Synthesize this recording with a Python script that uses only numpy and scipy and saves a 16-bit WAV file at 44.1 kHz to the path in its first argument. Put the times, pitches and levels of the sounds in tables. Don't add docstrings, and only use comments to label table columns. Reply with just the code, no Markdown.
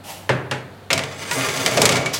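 import sys
import numpy as np
from scipy import signal
from scipy.fft import rfft, irfft, next_fast_len
from scipy.io import wavfile
from scipy.ndimage import map_coordinates

SR = 44100
rng = np.random.default_rng(int(sys.argv[2]) if len(sys.argv) > 2 else 0)


def unload_wav(signal):
    wavfile.write(
        sys.argv[1],
        SR,
        np.round(np.clip(np.atleast_2d(signal).T, -1, 1) * 32767).astype(np.int16),
    )


N = 96843
T = np.arange(N) / SR

# freq_hz, t60_s
KITCHEN_DECAY = [(80, 0.85), (210, 1), (560, 0.91), (1500, 0.61), (3900, 0.37), (10000, 0.3)]
# freq_hz, t60_s
CLATTER_DECAY = [(100, 0.48), (600, 0.18), (2500, 0.088), (10000, 0.05)]
# freq_hz, rise_s
BLOOM = [(120, 0.015), (500, 0.0035), (1200, 0.00067), (4000, 0.00033)]


def tray_knocks():
    # start_s, level_db, thud_db, bright_db, snap_db
    hits = [(0.9040, -14, -9.5, -10, -2), (0.9102, -21.5, 0, -1, 4), (0.9300, -14.5, 2, 3.5, 6.5),
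            (0.9775, -21.5, 4.5, 1, 9.5), (0.9914, -23.5, -8, -8.5, 8.5), (1.0367, -32, 1.5, -2, 13),
            (1.3106, -19.5, -13, 4, 1), (1.4097, -24.5, -11, -11, 4), (1.4865, -21, -9, 3, -2.5),
            (1.5737, -25, -10, 6, 3.5), (1.6616, -14.5, -4, 2, 5.5), (1.7720, -12.5, 9, 2.5, 2.5),
            (1.7795, -24, 9.5, -7, 18), (1.8172, -10.5, 10, 10, 7), (1.8543, -13.5, 6, 6.5, 11.5),
            (1.8590, -16.5, 8, 6, 7), (1.8910, -13.5, 3, 2.5, 3), (1.9220, -16.5, -4, 3.5, -2),
            (1.9562, -16, 3, 0.5, -10), (1.9678, -21, -17, -1.5, 2), (2.0595, -19.5, -3.5, -0.5, -2)]
    # freq_hz, gain_db
    colour = [(24, -49), (40, -42), (139, -1.5), (235, -16), (427, -9.5), (577, -7.5), (653, -0.5),
              (740, -10), (1640, -15), (2220, -7), (3300, -11.5), (7910, -17), (15500, -38)]
    out = np.zeros(N)
    for start_s, level_db, thud_db, bright_db, snap_db in hits:
        hit = blow(colour, CLATTER_DECAY, thud_db, bright_db, snap_db,
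                   snap_s=0.0044, snap_hz=1050, room_db=-10.5)
        add(out, start_s, amp(level_db) * (hit + amp(-3.5) * tray_ring()))
    return out


def tray_ring():
    # pitch_hz, level_db
    resonances = [(133, -3), (156, 0.5), (189, -4.5), (270, -6), (381, -4), (440, -1), (558, -2), (658, 2),
                  (835, -4), (1180, -2.5), (1410, -2.5), (2217, -7), (2268, -0.5), (5399, -14), (7000, 0)]
    # freq_hz, t60_s
    decay = [(120, 0.18), (270, 0.42), (600, 0.12), (2300, 0.21), (7000, 0.047)]
    hz, db = np.transpose(resonances)
    return struck_modes(hz, db, curve_at(decay, hz))


def tray_slide():
    # time_s, level_db
    friction_levels = [(1.0, -35), (1.1, -41), (1.2, -40.5), (1.309, -32), (1.311, -30), (1.38, -27.5),
                       (1.44, -21.5), (1.47, -30), (1.56, -29), (1.645, -23), (1.70, -28), (1.76, -30.5),
                       (1.83, -25), (1.88, -23.5), (1.97, -28.5), (2.04, -35.5), (2.19, -41)]
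    # freq_hz, gain_db
    rasp_colour = [(200, -19), (410, -2), (700, -7), (1150, -0.5), (1600, -5), (2180, -1), (3720, -7.5),
                   (6770, -7), (10000, -15), (15800, -22)]
    # time_s, gain_db
    treble_levels = [(1.0, -10), (1.2, -3), (1.305, -4), (1.315, 7.5), (1.38, 2.5), (1.43, -1.5),
                     (1.6, 1.5), (1.7, -1), (1.8, 1), (2.19, -19)]
    # time_s, level_db
    shudder_levels = [(1.0, -33), (1.15, -49), (1.32, -38), (1.375, -25.5), (1.43, -39), (1.54, -35.5),
                      (1.64, -29), (1.70, -28), (1.77, -22.5), (1.85, -20), (1.97, -25), (2.05, -28.5),
                      (2.19, -52)]
    # freq_hz, gain_db
    shudder_colour = [(25, -39), (50, -26), (80, -18), (110, -4.5), (135, 3), (165, -9.5), (210, -11.5),
                      (270, -5.5), (320, -13.5), (440, -7.5), (640, -4.5), (1200, -19.5), (2000, -26),
                      (4000, -76)]
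    friction = slips(per_s=2500) * envelope(friction_levels) * amp(2.92 * wobble(70))
    rasp = equalise(friction, rasp_colour)
    treble = signal.sosfiltfilt(highpass(hz=7040), rasp)
    rasp = rasp + treble * (envelope(treble_levels) - 1)
    jolts = slips(per_s=600) * envelope(shudder_levels) * amp(2.2 * wobble(39.85))
    shudder = equalise(jolts, shudder_colour)
    ring = resonate(amp(-8.5) * friction + amp(-9.5) * jolts, tray_ring())
    cavity = resonate(rasp, noise_tail(CLATTER_DECAY))
    room = resonate(rasp + shudder, noise_tail(KITCHEN_DECAY))
    return amp(-2.5) * rasp + amp(-1.5) * cavity + amp(-3) * shudder + ring + amp(-10) * room


def slips(per_s, spread_db=2.5):
    slipping = rng.random(N) < per_s / SR
    size = amp(spread_db * rng.standard_normal(N))
    direction = np.sign(rng.standard_normal(N))
    return unit_rms(slipping * direction * size)


def tray_groans():
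    # peak_s, level_db, half_length_s
    groans = [(1.395, -25.5, 0.04), (1.60, -28.5, .035)]
    pitch_hz = 269
    swell = sum(amp(db) * np.exp(-((T - peak_s) / half_s) ** 2) for peak_s, db, half_s in groans)
    return swell * np.sin(2 * np.pi * pitch_hz * T + 0.18 * wobble(49.8))


def rim_squeaks():
    # start_s, pitch_hz, level_db, length_s
    squeaks = [(1.312, 478.7, -23.5, 0.029), (1.436, 601, -27, 0.043)]
    # harmonic_number, level_db
    partials = [(2, 0), (3, -1), (4, 0), (5, -21)]
    out, t = np.zeros(N), T[:SR]
    for start_s, pitch_hz, level_db, length_s in squeaks:
        cycles = np.cumsum(pitch_hz * (1 + 0.017 * wobble(210)))[:SR] / SR
        tone = sum(amp(db) * np.sin(2 * np.pi * harmonic * cycles) for harmonic, db in partials)
        shape = attack(t, rise_s=0.00067) * np.exp(-(t / length_s) ** 2)
        add(out, start_s, amp(level_db) * tone * shape)
    return out


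def wire_pings():
    # start_s, pitch_hz, level_db, t60_s
    pings = [(1.407, 2095, -23, 0.13), (1.452, 1180, -26, .2), (2.061, 2275, -18, 0.11)]
    out, t = np.zeros(N), T[:SR]
    for start_s, pitch_hz, level_db, t60_s in pings:
        shape = attack(t, rise_s=0.0017) * amp(-60 * t / t60_s)
        add(out, start_s, amp(level_db) * np.sin(2 * np.pi * pitch_hz * t) * shape)
    return out


def scrape_whistle():
    # time_s, pitch_hz, level_db
    glide = [(1.05, 7750, -72), (1.161, 7700, -49), (1.251, 8600, -47), (1.321, 8360, -36),
             (1.391, 8960, -35), (1.45, 9100, -60)]
    time_s, pitch_hz, level_db = np.transpose(glide)
    tone = np.sin(2 * np.pi * np.cumsum(np.interp(T, time_s, pitch_hz)) / SR)
    return tone * wobble(900) * amp(np.interp(T, time_s, level_db, left=-120, right=-120))


def door_bumps():
    # start_s, level_db, thud_db, bright_db
    bumps = [(0.2923, -15, 1, -0.5), (0.5119, -22, -3.5, 5.5)]
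    # freq_hz, gain_db
    colour = [(25, -42), (50, -30), (90, -14), (130, -1), (200, -10), (260, -8), (380, -8.5), (540, -7.5),
              (740, -14.5), (860, -10.5), (1150, -14), (1700, -9), (2100, -12.5), (2700, -15),
              (5000, -28.5), (9000, -34), (15000, -55)]
    # freq_hz, t60_s
    decay = [(100, 0.24), (600, 0.23), (2000, 0.11), (5000, 0.11), (10000, 0.039)]
    # pitch_hz, level_db, t60_s
    panel_modes = [(128.9, 6.5, 0.44), (373, -7, 0.33), (425, -6, 0.56), (538, -8.5, 0.52), (607, -14, 0.7),
                   (836, -2.5, 0.3), (1530, -11, 0.41), (1770, -11, 0.48), (2620, -22, 0.14)]
    out = np.zeros(N)
    for start_s, level_db, thud_db, bright_db in bumps:
        hit = blow(colour, decay, thud_db, bright_db, snap_db=2, snap_s=0.0028, snap_hz=1300, room_db=-8.5)
        ring = struck_modes(*np.transpose(panel_modes))
        add(out, start_s, amp(level_db + 3.5) * (hit + amp(-3) * ring))
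    return out


def blow(colour, decay, thud_db, bright_db, snap_db, snap_s, snap_hz, room_db):
    t = T[:SR]
    burst = amp(snap_db) * rng.standard_normal(SR) * np.exp(-t / snap_s)
    snap = signal.sosfilt(highpass(snap_hz), burst)
    room = amp(room_db) * noise_tail(KITCHEN_DECAY) * attack(t, rise_s=0.0063)
    contact = (snap + noise_tail(decay) + room) * attack(t, rise_s=0.0001)
    # freq_hz, gain_db
    tilt = [(593, thud_db), (1840, 0), (6400, bright_db), (15000, 1.07 * bright_db)]
    return equalise(contact, colour, tilt)


def struck_modes(hz, db, t60_s):
    t = T[:SR]
    gains = amp(db + 2 * rng.standard_normal(len(hz)))
    phase = rng.uniform(0, 2 * np.pi, (len(hz), 1))
    shape = attack(t, curve_at(BLOOM, hz)[:, None]) * amp(-60 * t / t60_s[:, None])
    tones = np.sin(2 * np.pi * hz[:, None] * t + phase)
    return gains @ (tones * shape) / np.linalg.norm(gains)


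def swishes():
    # start_s, peak_s, level_db, rise_s, fall_s
    swells = [(0.034, 0.1, -35.5, 0.12, 0.19), (2.129, 2.143, -22, 0.038, 0.061)]
    # freq_hz, gain_db
    colours = [
        [(290, -35), (500, -12), (805, -3.5), (1110, -13), (1500, -16), (1590, -26), (1710, -16.5), (3000, -10),
         (3320, -15), (9950, -18), (15800, -24)],
        [(530, -54), (900, -5), (1390, -10), (2880, -4.5), (4380, -6), (4820, -3.5), (5570, -4), (15800, -20.5)],
    ]
    out = np.zeros(N)
    for (start_s, peak_s, level_db, rise_s, fall_s), colour in zip(swells, colours):
        below_peak_db = 20 * np.maximum((peak_s - T) / rise_s, (T - peak_s) / fall_s)
        fade_in = np.clip((T - start_s) / 0.0079, 0, 1)
        out += amp(level_db + 2.5 - below_peak_db) * fade_in * noise(colour)
    return out + amp(-7.5) * resonate(out, noise_tail(KITCHEN_DECAY))


def oven_fan():
    # freq_hz, gain_db
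    air_colour = [(25, -46), (50, -9), (80, -2), (130, 0.5), (200, 2.5), (400, -4.5), (560, -2), (830, -4),
                  (1060, -10), (1400, -9.5), (2500, -17.5), (4200, -18), (4570, -20), (4950, -26.5),
                  (7400, -28.5), (15800, -33.5)]
    air_db, hum_db, hum_hz = -43, -47, 96.7
    phase = 2 * np.pi * hum_hz * T + 0.75 * wobble(8.4)
    hum = np.sqrt(2) * np.sin(phase) * amp(2.1 * wobble(8.1))
    return amp(air_db) * noise(air_colour) + amp(hum_db) * hum


def noise_tail(decay):
    hz, t, spectrum = signal.stft(rng.standard_normal(SR), SR, nperseg=256)
    bloom = attack(t + 64 / SR, curve_at(BLOOM, hz)[:, None])
    fade = amp(-60 * t / curve_at(decay, hz)[:, None])
    return signal.istft(spectrum * bloom * fade, SR, nperseg=256)[1][:SR]


def resonate(x, response):
    return signal.fftconvolve(x, response / np.linalg.norm(response))[:N]


def equalise(x, *curves):
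    size = 2 * next_fast_len(N)
    hz = np.fft.rfftfreq(size, 1 / SR)
    gain = unit_rms(amp(sum(curve_at(curve, hz) for curve in curves)))
    cepstrum = irfft(np.log(np.maximum(gain, 1e-6)), size)
    cepstrum[1:size // 2] *= 2
    cepstrum[size // 2 + 1:] = 0
    return irfft(rfft(x, size) * np.exp(rfft(cepstrum)), size)[:len(x)]


def highpass(hz):
    return signal.butter(2, hz, "high", fs=SR, output="sos")


def noise(colour):
    return unit_rms(equalise(rng.standard_normal(N), colour))


def wobble(knots_per_s):
    return map_coordinates(rng.standard_normal(2000), [T * knots_per_s], mode="wrap")


def attack(t, rise_s):
    return 1 - np.exp(-t / rise_s)


def envelope(points):
    return amp(np.interp(T, *np.transpose(points), left=-120))


def curve_at(points, hz):
    freqs, values = np.transpose(points)
    return np.interp(np.log(hz + 1), np.log(freqs + 1), values)


def amp(db):
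    return 10 ** (np.asarray(db) / 20)


def unit_rms(x):
    return x / np.sqrt(np.mean(x ** 2) + 1e-20)


def add(track, start_s, sound):
    i = int(round(start_s * SR))
    track[i:i + len(sound)] += sound[:N - i]


def scene():
    impacts = door_bumps() + tray_knocks()
    scrape = tray_slide() + tray_groans() + rim_squeaks() + wire_pings() + scrape_whistle()
    return (impacts + scrape + swishes() + oven_fan())[None]


def record(dry):
    top_hz = 16000
    rounded = dry / (1 + np.abs(dry) ** 6) ** (1 / 6)
    size = next_fast_len(N + 4096)
    passband = np.fft.rfftfreq(size, 1 / SR) < top_hz
    return irfft(rfft(rounded, size) * passband, size)[:, :N]


dry = scene()
out = record(dry)
unload_wav(out)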